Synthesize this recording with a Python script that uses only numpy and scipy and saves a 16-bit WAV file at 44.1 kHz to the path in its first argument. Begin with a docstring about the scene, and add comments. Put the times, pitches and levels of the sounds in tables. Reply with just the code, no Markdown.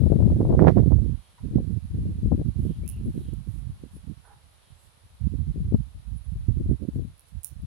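"""Wind buffets the two ports of a camera microphone above a garden patio. Each port meets its own
turbulence: eddies swept past it rumble, tight vortices thump, and the fastest flow rasps at its edge.
A hand rustles faintly in dry litter and twice snaps a twig, whose fibres fracture one by one.
Behind lie a quiet outdoor hiss, far bird calls, thin high chirps and a distant dog.
Slab, pot and wall add a short reverberation to the snaps, calls and barks."""
import sys
import numpy as np
from scipy import signal
from scipy.fft import rfft, irfft, next_fast_len
from scipy.io import wavfile
from scipy.ndimage import uniform_filter1d, map_coordinates

SR = 44100
rng = np.random.default_rng(int(sys.argv[2]) if len(sys.argv) > 2 else 0)


def generate_wav(signal):
    """Clip the signal to [-1, 1] and save it as 16-bit WAV at the path in sys.argv[1]."""
    frames = np.transpose(np.atleast_2d(signal))
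    scaled = np.clip(frames, -1, 1) * 32767
    pcm = np.round(scaled).astype(np.int16)
    wavfile.write(sys.argv[1], SR, pcm)


N = 337806
TIME = np.arange(N) / SR

# Table levels are relative, before each source's gain; right_share runs from 0 (left) to 1 (right).
# reverberation time of the patio: frequency_hz, t60_s
PATIO_DECAY = [(500, 0.2), (5500, 0.3), (8000, 0.17), (10300, 0.18), (13000, 0.17), (16000, 0.16)]
# spectrum of the outdoor hiss at each port: frequency_hz, level_db
LEFT_HISS_SPECTRUM = [(25, -4), (70, 11), (200, -2.5), (500, 1), (900, 1), (1900, -4), (3000, -2.5),
                      (4000, -1), (5500, -12), (7500, -23.5), (12000, -30.5), (14300, -31), (15500, -50.5)]
RIGHT_HISS_SPECTRUM = [(25, -12), (70, 4), (250, -0.5), (600, 2.5), (1000, 3), (2000, -3), (4000, -5),
                       (7000, -7), (8800, -4), (10300, 4), (11500, -4.5), (13000, -15.5), (14300, -23),
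                       (15500, -50.5)]
# slow drift of the hiss: time_s, level_db
HISS_LEVELS = [(0, 4), (1.2, 0.5), (2, 0.5), (2.8, 0.5), (3.7, 0), (4.7, 0), (5.6, -0.5), (7.66, -1.5)]
# resonances of the dog's throat: centre_hz, half_width_hz, level_db
DOG_FORMANTS = [(520, 67.3, -12), (854, 150, 5), (1150.5, 200, -9), (1520.2, 170, -2), (1891, 180.4, -20)]
# a yelp and a bark: start_s, level_db, length_s, start_hz, end_hz, roughness (0-1)
DOG_BARKS = [(1.38, -51, 0.011, 1102, 936, 0.55), (4.232, -54, 0.088, 478.6, 450, 0.98)]
# calls and chirps: centre_s, level_db, length_s, start_hz, end_hz, right_share, roughness (0-1)
BIRD_CALLS = [(1.102, -80, 0.14, 3400, 3216, 0.58, 0.8), (1.262, -75, 0.18, 3200, 3242, 0.46, 0.8),
              (2.71, -72, 0.11, 3098, 3290, 0.31, 0.85), (2.841, -70, 0.025, 2208, 2400, 0.29, 0.05),
              (2.864, -71, 0.025, 2470, 2645, 0.3, 0.1), (2.904, -70, 0.055, 2755, 2980, 0.45, .85),
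              (2.96, -71, 0.074, 2850, 2652, 0.49, 0.56), (3.171, -76, 0.061, 3217, 3168, 0.45, 0.7),
              (3.22, -75, 0.1, 3740, 3900, 0.4, 1), (3.277, -72, 0.083, 3161, 3230, 0.43, 0.76),
              (4.659, -76, 0.15, 3371, 3407, 0.5, 0.88), (3.059, -64.5, 0.027, 10440, 10290, 1, 0.36),
              (3.966, -65, 0.036, 10390, 10160, 1, 0.4), (4.266, -66, 0.025, 10350, 10250, 1, 0.4),
              (4.801, -78, 0.084, 7685, 7725, 0.86, 0.26), (6.172, -60.5, 0.019, 10160, 10380, 0.99, 0.26),
              (6.253, -64.5, 0.022, 10410, 10230, 0.95, 0.31), (6.709, -68, 0.025, 10150, 10130, 0.95, 0.4)]
# strokes of the hand in the litter: centre_s, level_db, length_s
HAND_STROKES = [(2.66, -61.5, 0.12), (3.193, -60.5, .14), (3.551, -61, 0.11), (3.953, -61, 0.058),
                (4.837, -62.5, 0.0815), (6.956, -64, 0.053), (7.288, -60, 0.035)]
# spectrum of rustling leaves: frequency_hz, level_db
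LITTER_SPECTRUM = [(2000, -7), (6000, -7), (8500, -2), (10200, 7.5), (12000, -1), (15500, -22)]
# twig fibres breaking: start_s, level_db, tilt_db_per_octave
FIBRE_BREAKS = [(2.8626, -34, 2), (2.8783, -14, 0.5), (2.89, -17, -0.5), (2.8993, -23, -2),
                (2.9634, -38.5, 1), (3.337, -34.5, 0), (4.539, -41, 3), (7.18, -41, 5), (7.195, -31.5, -7),
                (7.208, -33.5, 0), (7.285, -42, 0), (7.4334, -18.5, 0), (7.4383, -22, 1), (7.4458, -7, 4.5),
                (7.4465, -13.5, 3.5), (7.459, -27, 2), (7.62, -42.5, 0)]
# spectrum of one fracture: frequency_hz, level_db
CRACK_SPECTRUM = [(500, -60), (2800, -24.5), (4600, -31), (5500, -21), (6200, -24), (7200, -13.5),
                  (8300, -18.5), (9500, -2.5), (10500, 1.5), (11600, -11.5), (13000, -8), (15300, -15.5),
                  (16500, -21)]
# light breeze under the gusts: time_s, left_db, right_db
BREEZE_LEVELS = [(1.302, -59, -57), (1.699, -49, -46.5), (2.2, -44, -38), (2.849, -48, -38),
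                 (3.5, -58, -41), (4.051, -60, -46.5), (4.3, -63, -57), (4.95, -65, -61.5),
                 (5.5, -57.5, -45.5), (5.88, -49, -44), (6.01, -58, -47.5), (6.24, -57, -48),
                 (6.55, -44, -41), (7.05, -59.5, -46.5), (7.25, -62.5, -62), (7.66, -67, -55)]
# an opening surge that swings from left to right: time_s, level_db, nominal_eddy_hz
LEFT_SURGE_FLOW = [(0, -12, 133.7), (.09, -13, 115), (.13, -11, 145.1), (.2, -11.5, 125.8),
                   (.28, -12, 125.1), (.35, -22.5, 165.1), (.45, -19.5, 214.7), (.53, -18.5, 250.3),
                   (.6, -24, 330), (.69, -25, 379.7), (.74, -38.5, 170.2), (.8, -33, 200),
                   (.88, -49.5, 140), (.95, -41, 120), (1.08, -38.5, 129.7), (1.15, -62.5, 95.16),
                   (1.24, -73, 65.56)]
RIGHT_SURGE_FLOW = [(0, -52, 81), (0.049, -25, 75.7), (0.201, -27, 114.1), (.3, -20.5, 130.9),
                    (0.412, -17.5, 149.1), (0.478, -22.5, 161), (0.548, -13.5, 134.2), (0.631, -11, 234.8),
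                    (.66, -12.5, 210.6), (.674, -6, 320.3), (.687, -8.5, 320), (.712, -12.5, 174.7),
                    (.742, -20.5, 134.2), (0.781, -9.5, 204.3), (.82, -12, 135.3), (.845, -16.5, 110),
                    (.885, -12, 109.7), (0.932, -10.5, 125.2), (0.989, -15.5, 114.8), (1.06, -18.5, 124.3),
                    (1.152, -26.5, 97.6), (1.24, -60, 64.2)]
# gusts: start_s, hold_s, level_db, nominal_eddy_hz, right_share
GUST_FLOW = [(1.408, 0.033, -37.5, 110, 0.76), (1.431, 0.057, -28, 129, 0.91),
             (1.512, 0.098, -24.5, 160.2, 0.11), (1.552, 0.033, -12.0, 144, 0.77),
             (1.618, 0.16, -22.5, 108.1, 0.97), (1.829, 0.03, -27.5, 69.75, 1),
             (1.907, 0.21, -25.5, 99.2, 0.04), (1.94, 0.48, -24.5, 129.9, 0.8),
             (2.239, 0.043, -14.5, 103.6, 0), (2.314, 0.031, -15, 140.3, 0.01),
             (2.385, 0.03, -22.5, 172.4, 0.19), (2.458, 0.038, -18.5, 110.7, 0.93),
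             (2.561, 0.15, -22, 120.1, 0.92), (2.6, 0.049, -28, 89.88, 0.01),
             (2.706, 0.02, -29, 79.84, 0.01), (2.76, 0.062, -26.5, 90, 0.03), (2.819, 0.041, -29, 151, 0.2),
             (2.886, 0.09, -33, 119.9, 0.75), (2.941, 0.05, -26, 53.96, 0.15),
             (2.988, 0.11, -26.5, 126.8, 0.87), (3.061, 0.032, -25, 146.8, 0.02),
             (3.145, 0.11, -36.0, 133.3, 0.08), (3.15, 0.052, -30.5, 150.2, 0.95),
             (3.271, 0.069, -28, 120.2, 0.95), (3.37, 0.058, -31.5, 100.4, 0.89),
             (3.464, 0.031, -28, 99.87, 0.97), (3.534, 0.17, -30.5, 84.66, 1),
             (3.705, 0.067, -36.5, 79.92, 0.05), (3.808, 0.055, -42, 223.4, 0.86),
             (3.928, 0.047, -38, 125.2, 0.03), (4.076, 0.044, -32.5, 136.9, 0.99),
             (4.169, 0.017, -44, 110.2, 0.93), (4.432, 0.039, -45, 72, 0.99),
             (4.707, 0.017, -37.5, 55.7, 0.89), (5.034, 0.025, -48, 59.88, 0.09),
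             (5.11, 0.042, -48.5, 79.73, 0.06), (5.214, 0.0696, -21, 78.03, 1),
             (5.322, 0.034, -24.0, 121.6, 0.95), (5.389, 0.04, -21.5, 81.34, 1),
             (5.429, 0.15, -32.5, 110, 0.3), (5.468, 0.034, -21, 82.57, 1),
             (5.564, 0.12, -26.5, 113.1, 0.04), (5.57, 0.041, -26.0, 62.56, 0.93),
             (5.659, 0.15, -23, 72, 1), (5.726, 0.031, -15, 119.1, 0.01),
             (5.949, 0.022, -28.5, 62.53, 0.05), (6.053, 0.11, -26.5, 66.17, 0.99),
             (6.19, 0.027, -34.5, 55, 0.98), (6.274, 0.065, -24.5, 55.92, 1),
             (6.37, 0.071, -28, 57.84, 0.98), (6.358, 0.073, -29.5, 74.8, 0.03),
             (6.48, 0.031, -16, 84.92, 0.95), (6.548, 0.043, -21.5, 94.56, 0.97),
             (6.624, 0.04, -22.5, 85.9, 0.96), (6.601, 0.024, -24, 135.2, 0),
             (6.665, 0.037, -23.5, 115, 0.01), (6.696, 0.039, -15, 119.8, 0.99),
             (6.803, 0.042, -26, 164.1, 0.99), (6.878, 0.016, -28, 148.4, 1), (6.915, 0.18, -32, 105.3, 0),
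             (6.958, 0.037, -23.5, 139.8, 0.42), (7.322, 0.065, -30, 49.43, 0.93),
             (7.488, 0.11, -34.5, 63.84, 0.95), (7.6, 0.097, -31, 79.1, 0.03)]
# single hard eddies: centre_s, level_db, pitch_hz, right_share
HARD_EDDIES = [(.018, -16.5, 330, 0.02), (.036, -16.5, 340, .1), (.064, -12.5, 355, .02),
               (.072, -15.5, 370, 0.03), (0.102, -11.5, 320, 0), (.12, -3, 335, 0), (0.127, -9, 357, 0.03),
               (.136, -14.5, 340, .1), (.161, -15, 325, 0), (.191, -14, 330, 0.02), (.204, -10.5, 370, 0),
               (.215, -16, 240, 0.9), (.225, -16.5, 460, 0), (.24, -14, 306, 0), (.256, -21, 449, 0.01),
               (.277, -15, 360, .01), (.302, -20, 493, 0), (.321, -10.5, 330, 1), (.368, -14, 298, .85),
               (.404, -18, 480, 0), (.406, -4, 270, 1), (.413, -12.5, 518, .75), (.43, -7.5, 277, .85),
               (.452, -13.5, 493, 0.04), (.473, -20.5, 498, 0), (.492, -11.5, 330, 0),
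               (0.522, -21.5, 600, 0), (.528, -12, 540, 0.01), (.539, -8.5, 410, .93), (.55, -9, 399.7, 0),
               (.569, -9.5, 241, 1), (.58, -14.5, 300, 1), (0.5932, -7.5, 905, .9),
               (.593, -11.5, 440, 0.04), (.595, -10.5, 416, 0.97), (.612, -5, 330, 1),
               (.617, -7.5, 441, 0.06), (.623, -0.5, 380, .9), (.633, -2.5, 402.5, 1), (.643, -2, 280, 1),
               (.643, -19.5, 950, .9), (.649, -8.5, 540, 0.03), (.65, -2.5, 440, 0.98),
               (.668, -9, 600, .95), (.672, 6, 488, 1), (.6745, -8.5, 920, .95), (.68, -4, 300, 0.93),
               (0.6818, -10, 1500, 1), (.682, -9.5, 483, 0.03), (.683, -2, 560, 1),
               (0.686, -6.5, 930, 0.98), (.696, -10, 480, 0.04), (.6965, -10.5, 719.8, 0.96),
               (.704, -7, 437, 0.96), (.723, -22.5, 320, 0.06), (.771, -1, 379, .95), (.774, -17.5, 649, 1),
               (.782, -16, 719, 1), (.785, -17, 396, 0.02), (.789, -7, 250, 0.98), (.797, -19, 470, .9),
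               (0.824, -14.5, 309, 0.03), (.835, -21.5, 470, 0), (.861, -9.5, 250, 0.91),
               (.88, -13, 240, 0.99), (.909, -18, 450, 1), (0.919, -5.5, 238.4, .98),
               (.92, -15.5, 561.5, 1), (.928, -19, 520, 1), (.986, -24, 403.5, 0.02),
               (1.062, -15.5, 235, .9), (1.558, -3, 197, .87), (1.565, -14.5, 241, 0), (1.584, -17, 425, 0),
               (1.604, -14, 270, 0.4), (1.986, -20, 230, 1), (2.056, -21.5, 259.7, 0),
               (2.233, -19.5, 239.2, 0), (2.26, -14.5, 220.3, 0), (2.3194, -10, 470, 0),
               (2.326, -6, 169.7, 0.01), (2.33, -12.5, 310.6, 0), (2.35, -13.5, 209, 1),
               (2.379, -20, 260.9, 0), (2.415, -15.5, 324.3, 0), (2.653, -13.5, 242.8, 0.89),
               (2.836, -27.5, 291.3, 0.1), (3.068, -18.5, 217.9, 0), (3.162, -23.5, 230, 0.04),
               (3.178, -14, 212.5, 1), (3.335, -22, 246.1, 0.95), (3.475, -26.5, 219.7, 0.96),
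               (3.838, -22.5, 258.4, .99), (3.967, -31, 260.6, 0.47), (4.099, -26, 165, 0.96),
               (4.113, -29, 184, 1), (5.275, -27, 210.2, 0.99), (5.339, -20, 229.7, 1),
               (5.48, -16.5, 125, 1), (5.561, -19.5, 220.6, 0.03), (5.579, -22.5, 219.7, 0),
               (5.724, -12, 274.1, 0), (5.7448, -17.5, 469.7, 0), (5.746, -1.5, 204.7, 0.03),
               (6.486, -10, 162.2, 0.94), (6.497, -22, 220.1, 1), (6.612, -19.5, 240.3, 0),
               (6.66, -20, 219.9, 1), (6.714, -7.5, 235.8, 0.96), (6.731, -19, 230, 1),
               (6.835, -21.5, 229.9, 0.98), (6.851, -20, 270.4, 1), (6.888, -10.5, 205.5, .98),
               (6.96, -21.5, 270, 0.98)]
# spectrum of turbulence: frequency_ratio (to the eddy rate), level_db
TURBULENCE_SPECTRUM = [(.1, -0.5), (.5, 1), (1, -4.5), (1.6, -9.5), (2.5, -20.5), (3.8, -33), (5.5, -52.5),
                       (8, -63), (13, -70.5), (40, -120)]
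# spectrum of the rasp at a port's edge: frequency_hz, level_db
EDGE_SPECTRUM = [(600, -16), (1900, -2), (3000, -12), (4500, -18), (6000, -21), (7200, -39), (12000, -72.5)]
# colour that a port gives to the wind: frequency_hz, gain_db
PORT_RESPONSE = [(300, 0), (480, -1), (650, -1), (900, -2.5), (1300, -2.5), (1950, 2), (2600, -3.5),
                 (4000, 2.5)]


def amp(db):
    """Decibels as an amplitude ratio."""
    return 10 ** (np.asarray(db) / 20)


def unit(x):
    """Normalisation to an rms of 1."""
    return x / np.sqrt(np.mean(x ** 2) + 1e-20)


def along(points, hz):
    """Interpolation of (frequency_hz, value) points on a logarithmic frequency axis."""
    frequencies, values = np.transpose(points)
    return np.interp(np.log(hz + 1e-6), np.log(frequencies), values)


def wobble(rate_hz):
    """Smooth random modulation: a spline through rate_hz Gaussian values a second."""
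    return map_coordinates(rng.standard_normal(int(N * rate_hz / SR) + 4), [TIME * rate_hz])


def filtered(x, response):
    """Zero-phase filtering: the spectrum is multiplied by a function of frequency."""
    size = next_fast_len(N + SR // 2)
    return irfft(rfft(x, size) * response(np.fft.rfftfreq(size, 1 / SR)), size)[..., :N]


def noise(spectrum):
    """Spectral shaping of white noise, at an rms of 1."""
    return unit(filtered(rng.standard_normal(N), lambda hz: amp(along(spectrum, hz))))


def swell(centre_s, length_s):
    """A Gaussian envelope."""
    return np.exp(-np.minimum(2 * ((TIME - centre_s) / length_s) ** 2, 50))


def pan(right_share):
    """Linear amplitude panning between the two ports."""
    return np.array([[1 - right_share], [right_share]])


def low_cut(x, corner_hz):
    """High-pass response: the microphone passes little of the slowest pressure swings."""
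    return signal.sosfilt(signal.butter(4, corner_hz, "high", fs=SR, output="sos"), x)


def patio_reverb(x, uneven_db=3):
    """Scattering: slab, pot and wall return uneven reflections that decay exponentially."""
    scatter = rng.standard_normal(N) * amp(uneven_db * wobble(600))
    hz, t, bands = signal.stft(scatter[:SR // 2], SR, nperseg=256)
    decay = amp(-60 * t / along(PATIO_DECAY, hz)[:, None])
    tail = signal.istft(bands * decay, SR, nperseg=256)[1]
    return signal.fftconvolve(x, tail / np.linalg.norm(tail))[:N]


def outdoor_hiss(left_db=-63, right_db=-62):
    """Uncorrelated ambient noise: dull at the left port, ringing in the high treble at the right."""
    drift = amp(np.interp(TIME, *np.transpose(HISS_LEVELS)))
    left = amp(left_db) * noise(LEFT_HISS_SPECTRUM)
    right = amp(right_db) * noise(RIGHT_HISS_SPECTRUM)
    return drift * np.array([left, right])


def throat_response(hz):
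    """Resonance: each formant of the throat passes a band around its centre."""
    return sum(amp(db) / (1 + ((hz - centre) / width) ** 2) for centre, width, db in DOG_FORMANTS)


def distant_dog(jitter=0.091, attack_share=0.25, fade_db_per_length=22.5, right_share=0.8, wet_db=-6.5):
    """Source and filter: uneven pulses and rasping noise excite the resonances of the throat."""
    barks = np.zeros(N)
    for start_s, db, length_s, start_hz, end_hz, roughness in DOG_BARKS:
        glide_hz = np.interp(TIME, [start_s, start_s + length_s], [start_hz, end_hz])
        pitch_hz = glide_hz * (1 + jitter * roughness * wobble(200))
        cycles = np.floor(np.cumsum(pitch_hz) / SR)
        pulses = unit(np.diff(cycles, prepend=0))
        source = pulses + roughness * rng.standard_normal(N)
        progress = (TIME - start_s) / length_s
        attack = np.clip(progress / attack_share, 0, 1)
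        fade_db = -fade_db_per_length * np.maximum(progress - 1, 0)
        barks += amp(db + fade_db) * attack * unit(filtered(source, throat_response))
    return pan(right_share) * np.array([barks + amp(wet_db) * patio_reverb(barks) for _ in range(2)])


def far_birds(blur_rad=2.6, hoarse_rad=0.51, gain_db=9.5, wet_db=-2.5):
    """Random phase modulation broadens gliding tones, so some calls are clear and others rasp."""
    calls = np.zeros((2, N))
    for centre_s, db, length_s, start_hz, end_hz, right_share, roughness in BIRD_CALLS:
        hz = np.interp(TIME, [centre_s - length_s / 2, centre_s + length_s / 2], [start_hz, end_hz])
        phase_noise = roughness * (blur_rad * wobble(470) + hoarse_rad * wobble(1800))
        tone = np.sin(2 * np.pi * np.cumsum(hz) / SR + phase_noise)
        calls += pan(right_share) * amp(db + gain_db) * swell(centre_s, length_s) * tone
    return calls + amp(wet_db) * np.array([patio_reverb(side) for side in calls])


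def litter_rustle(grain_db=2.5, left_db=-31):
    """Amplitude-modulated noise: dry leaves crackle in fine grains under the fingers."""
    effort = sum(amp(db) * swell(centre_s, length_s) for centre_s, db, length_s in HAND_STROKES)
    crackle = unit(noise(LITTER_SPECTRUM) * amp(grain_db * wobble(690)))
    return amp([[left_db], [0]]) * effort * crackle


def twig_snaps(tear_t60_s=0.0034, splinter_s=0.026, splinter_db=-27.5,
               gain_db=13.5, wet_db=-5, left_db=-44):
    """Brittle fracture: each fibre releases an impulse, tears briefly and sheds splinters."""
    snaps = np.zeros(N + SR)
    t = np.arange(SR // 4) / SR
    hz = np.fft.rfftfreq(len(t), 1 / SR)
    octaves = np.log2(np.maximum(hz / 10000, 1 / 2))  # the tilt pivots at 10 kHz, flat below 5 kHz
    lead = SR // 100  # room for the filter to ring ahead of the impulse
    for start_s, db, tilt_db_per_octave in FIBRE_BREAKS:
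        tear = amp(-60 * t / tear_t60_s) * rng.standard_normal(len(t))
        crack = (t == 0) + 0.92 * tear / np.linalg.norm(tear)
        lateness = rng.uniform(0, 1, size=12)  # later splinters are weaker
        crack[np.round(splinter_s * lateness * SR).astype(int)] += amp(splinter_db - 8.8 * lateness)
        colour = amp(along(CRACK_SPECTRUM, hz) + tilt_db_per_octave * octaves)
        crack = irfft(rfft(np.roll(crack, lead)) * colour, len(t))
        snaps[round(start_s * SR) - lead:][:len(t)] += amp(db + gain_db) * crack
    direct = snaps[:N]
    left = amp(left_db) * (direct + patio_reverb(direct))
    right = direct + amp(wet_db) * patio_reverb(direct)
    return np.array([left, right])


def airflow(port, rise_db_per_s=996.5, fall_db_per_s=649.5, slowing_db_per_octave=30, breeze_hz=72):
    """Flows add in power at a port (0 left, 1 right); the eddy rate is their power-weighted mean."""
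    t = np.linspace(0, N / SR, 4000)
    surge_s, surge_db, surge_hz = np.transpose([LEFT_SURGE_FLOW, RIGHT_SURGE_FLOW][port])
    breeze_s, *breeze_db = np.transpose(BREEZE_LEVELS)
    start_s, hold_s, gust_db, gust_hz, right_share = np.transpose(GUST_FLOW)[:, :, None]
    ramps_db = np.minimum(rise_db_per_s * (t - start_s), fall_db_per_s * (start_s + hold_s - t))
    fade_db = np.clip(ramps_db, -120, 0)
    gusts = pan(right_share)[port, 0] * amp(gust_db + fade_db)
    surge = amp(np.interp(t, surge_s, surge_db))
    breeze = amp(np.interp(t, breeze_s, breeze_db[port]))
    power = np.vstack([gusts, surge, breeze]) ** 2
    slowed_hz = gust_hz * 2 ** (fade_db / slowing_db_per_octave)  # eddies slow as a gust fades
    rates_hz = np.vstack([slowed_hz, np.interp(t, surge_s, surge_hz), np.full_like(t, breeze_hz)])
    level_db = 10 * np.log10(power.sum(axis=0))
    eddy_hz = np.average(rates_hz, axis=0, weights=power)
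    return np.interp(TIME, t, level_db), np.interp(TIME, t, eddy_hz)


def edge_rasp(strength, tail_db=-4.5, t60_s=0.21):
    """Edge noise: fast flow hisses at the rim of a port, and its energy lingers in a brief decay."""
    decay = amp(-60 * TIME[:SR // 2] / t60_s) ** 2
    lingering = signal.fftconvolve(strength ** 2, decay / decay.sum())[:N]
    power = strength ** 2 + amp(tail_db) ** 2 * lingering
    return np.sqrt(np.abs(power)) * noise(EDGE_SPECTRUM)


def wake_eddies(gap_s=0.004, loss_db=12.5, rise_octaves=0.44, spread=0.3):
    """Energy cascade: each hard eddy breaks into three weaker, tighter ones; rows as in HARD_EDDIES."""
    rows = []
    for centre_s, db, hz, right_share in HARD_EDDIES:
        db += 9 * min(np.log2(hz / 330), 0)  # eddies below 330 Hz leave ever less of a wake
        for step, chance in enumerate(rng.standard_normal(size=3), 1):
            centre_s += gap_s * np.exp(spread * chance)
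            pitch_hz = hz * 2 ** (rise_octaves - spread * chance / 2)
            rows.append((centre_s, db - loss_db * np.sqrt(step), pitch_hz, right_share))
    return rows


def shed_vortices(port, median_gap_s=1 / 70, relative_db=-10.5, scatter_db=4.5, full_flow_db=-13.5,
                  pitch_ratio=1.83, scatter_octaves=0.36, db_per_octave=-7):
    """Vortex shedding: stronger, faster flow sheds harder, tighter vortices; rows as in HARD_EDDIES."""
    level_db, eddy_hz = airflow(port)
    spacing, size, pitch = rng.standard_normal((1000, 3)).T
    centre_s = 0.02 + median_gap_s * np.cumsum(np.exp(spacing / 2))
    octaves = scatter_octaves * pitch
    flow_db = np.interp(centre_s, TIME, level_db)
    growth_db = 0.39 * (flow_db - full_flow_db)  # vortices fade sooner than the rumble
    db = flow_db + relative_db + growth_db + scatter_db * size + db_per_octave * octaves
    pitch_hz = np.interp(centre_s, TIME, eddy_hz) * pitch_ratio * 2 ** octaves
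    return np.column_stack([centre_s, db, pitch_hz, np.full_like(centre_s, port)])[centre_s < TIME[-1]]


def vortex_thumps(gain_db=-2, skew=0.53, core=8.1):
    """A vortex crossing a port gives a pressure peak between two troughs, with power-law flanks."""
    thumps = np.zeros((2, N))
    vortices = [*HARD_EDDIES, *wake_eddies(), *shed_vortices(0), *shed_vortices(1)]
    for centre_s, db, pitch_hz, right_share in vortices:
        start = max(round(centre_s * SR) - SR // 25, 0)
        t = TIME[start:][:SR // 12]
        distance = (t - centre_s) * np.pi * pitch_hz  # from the core, dimensionless
        pulse = (1 - 2 * distance ** 2 + skew * distance) / (1 + distance ** 2 / core) ** (core + 1)
        thumps[:, start:start + len(t)] += pan(right_share) * amp(db + gain_db) * pulse
    return low_cut(thumps, corner_hz=62)


def turbulence(port, flutter_db, smoothing_s, puff_db, gain_db, rasp_db, full_rasp_hz):
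    """Frozen turbulence: a fixed eddy pattern is swept over a port; faster flow is louder and higher."""
    level_db, eddy_hz = airflow(port)
    flutter = wobble(80)
    sweep_hz = 0.93 * eddy_hz * np.exp(0.15 * flutter)
    pattern_hz = 200  # eddy rate of the pattern at unit speed
    pattern = filtered(rng.standard_normal(N),
                       lambda hz: amp(along(TURBULENCE_SPECTRUM, hz / pattern_hz)))
    swept = map_coordinates(pattern, [np.cumsum(sweep_hz) / pattern_hz], mode="mirror")
    pressure = low_cut(swept, corner_hz=52) * amp(flutter_db * flutter)
    # dividing by the running rms lets the flow set the strength of the eddies
    width = int(smoothing_s * SR)
    mean_square = uniform_filter1d(uniform_filter1d(pressure ** 2, width), width)
    rumble = pressure / np.sqrt(np.abs(mean_square) + 1e-12)
    slackness = np.clip(level_db / -45, 0, 1)  # a slack flow breaks into separate puffs
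    force = amp(level_db + puff_db * slackness * wobble(22) + gain_db)
    rasp = edge_rasp(force * amp(rasp_db) * np.minimum(sweep_hz / full_rasp_hz, 1) ** 3)
    return low_cut(force * rumble + rasp, corner_hz=40.3)


def wind(fade_s=0.006):
    """Pseudo-sound: the ports sense the pressure of passing eddies, coloured by their own response."""
    left = turbulence(port=0, flutter_db=3, smoothing_s=0.031, puff_db=4.5, gain_db=-1.1,
                      rasp_db=-39, full_rasp_hz=550)
    right = turbulence(port=1, flutter_db=3.5, smoothing_s=0.028, puff_db=3.5, gain_db=0,
                       rasp_db=-30.5, full_rasp_hz=370)
    pressure = np.array([left, right]) + vortex_thumps()
    fade = np.minimum(np.minimum(TIME, TIME[::-1]) / fade_s, 1)
    return filtered(fade * pressure, lambda hz: amp(along(PORT_RESPONSE, hz)))


def scene():
    """Superposition: the wind in front, the hand's work and the garden behind."""
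    hand = twig_snaps() + litter_rustle()
    garden = far_birds() + outdoor_hiss()
    return wind() + hand + garden + distant_dog()


def record(dry):
    """Saturation in the microphone rounds the hardest gusts; the camera limits the bandwidth."""
    rounded = dry / (1 + dry ** 4) ** (1 / 4)
    return filtered(rounded, lambda hz: hz < 16300)


dry = scene()
out = record(dry)
generate_wav(out)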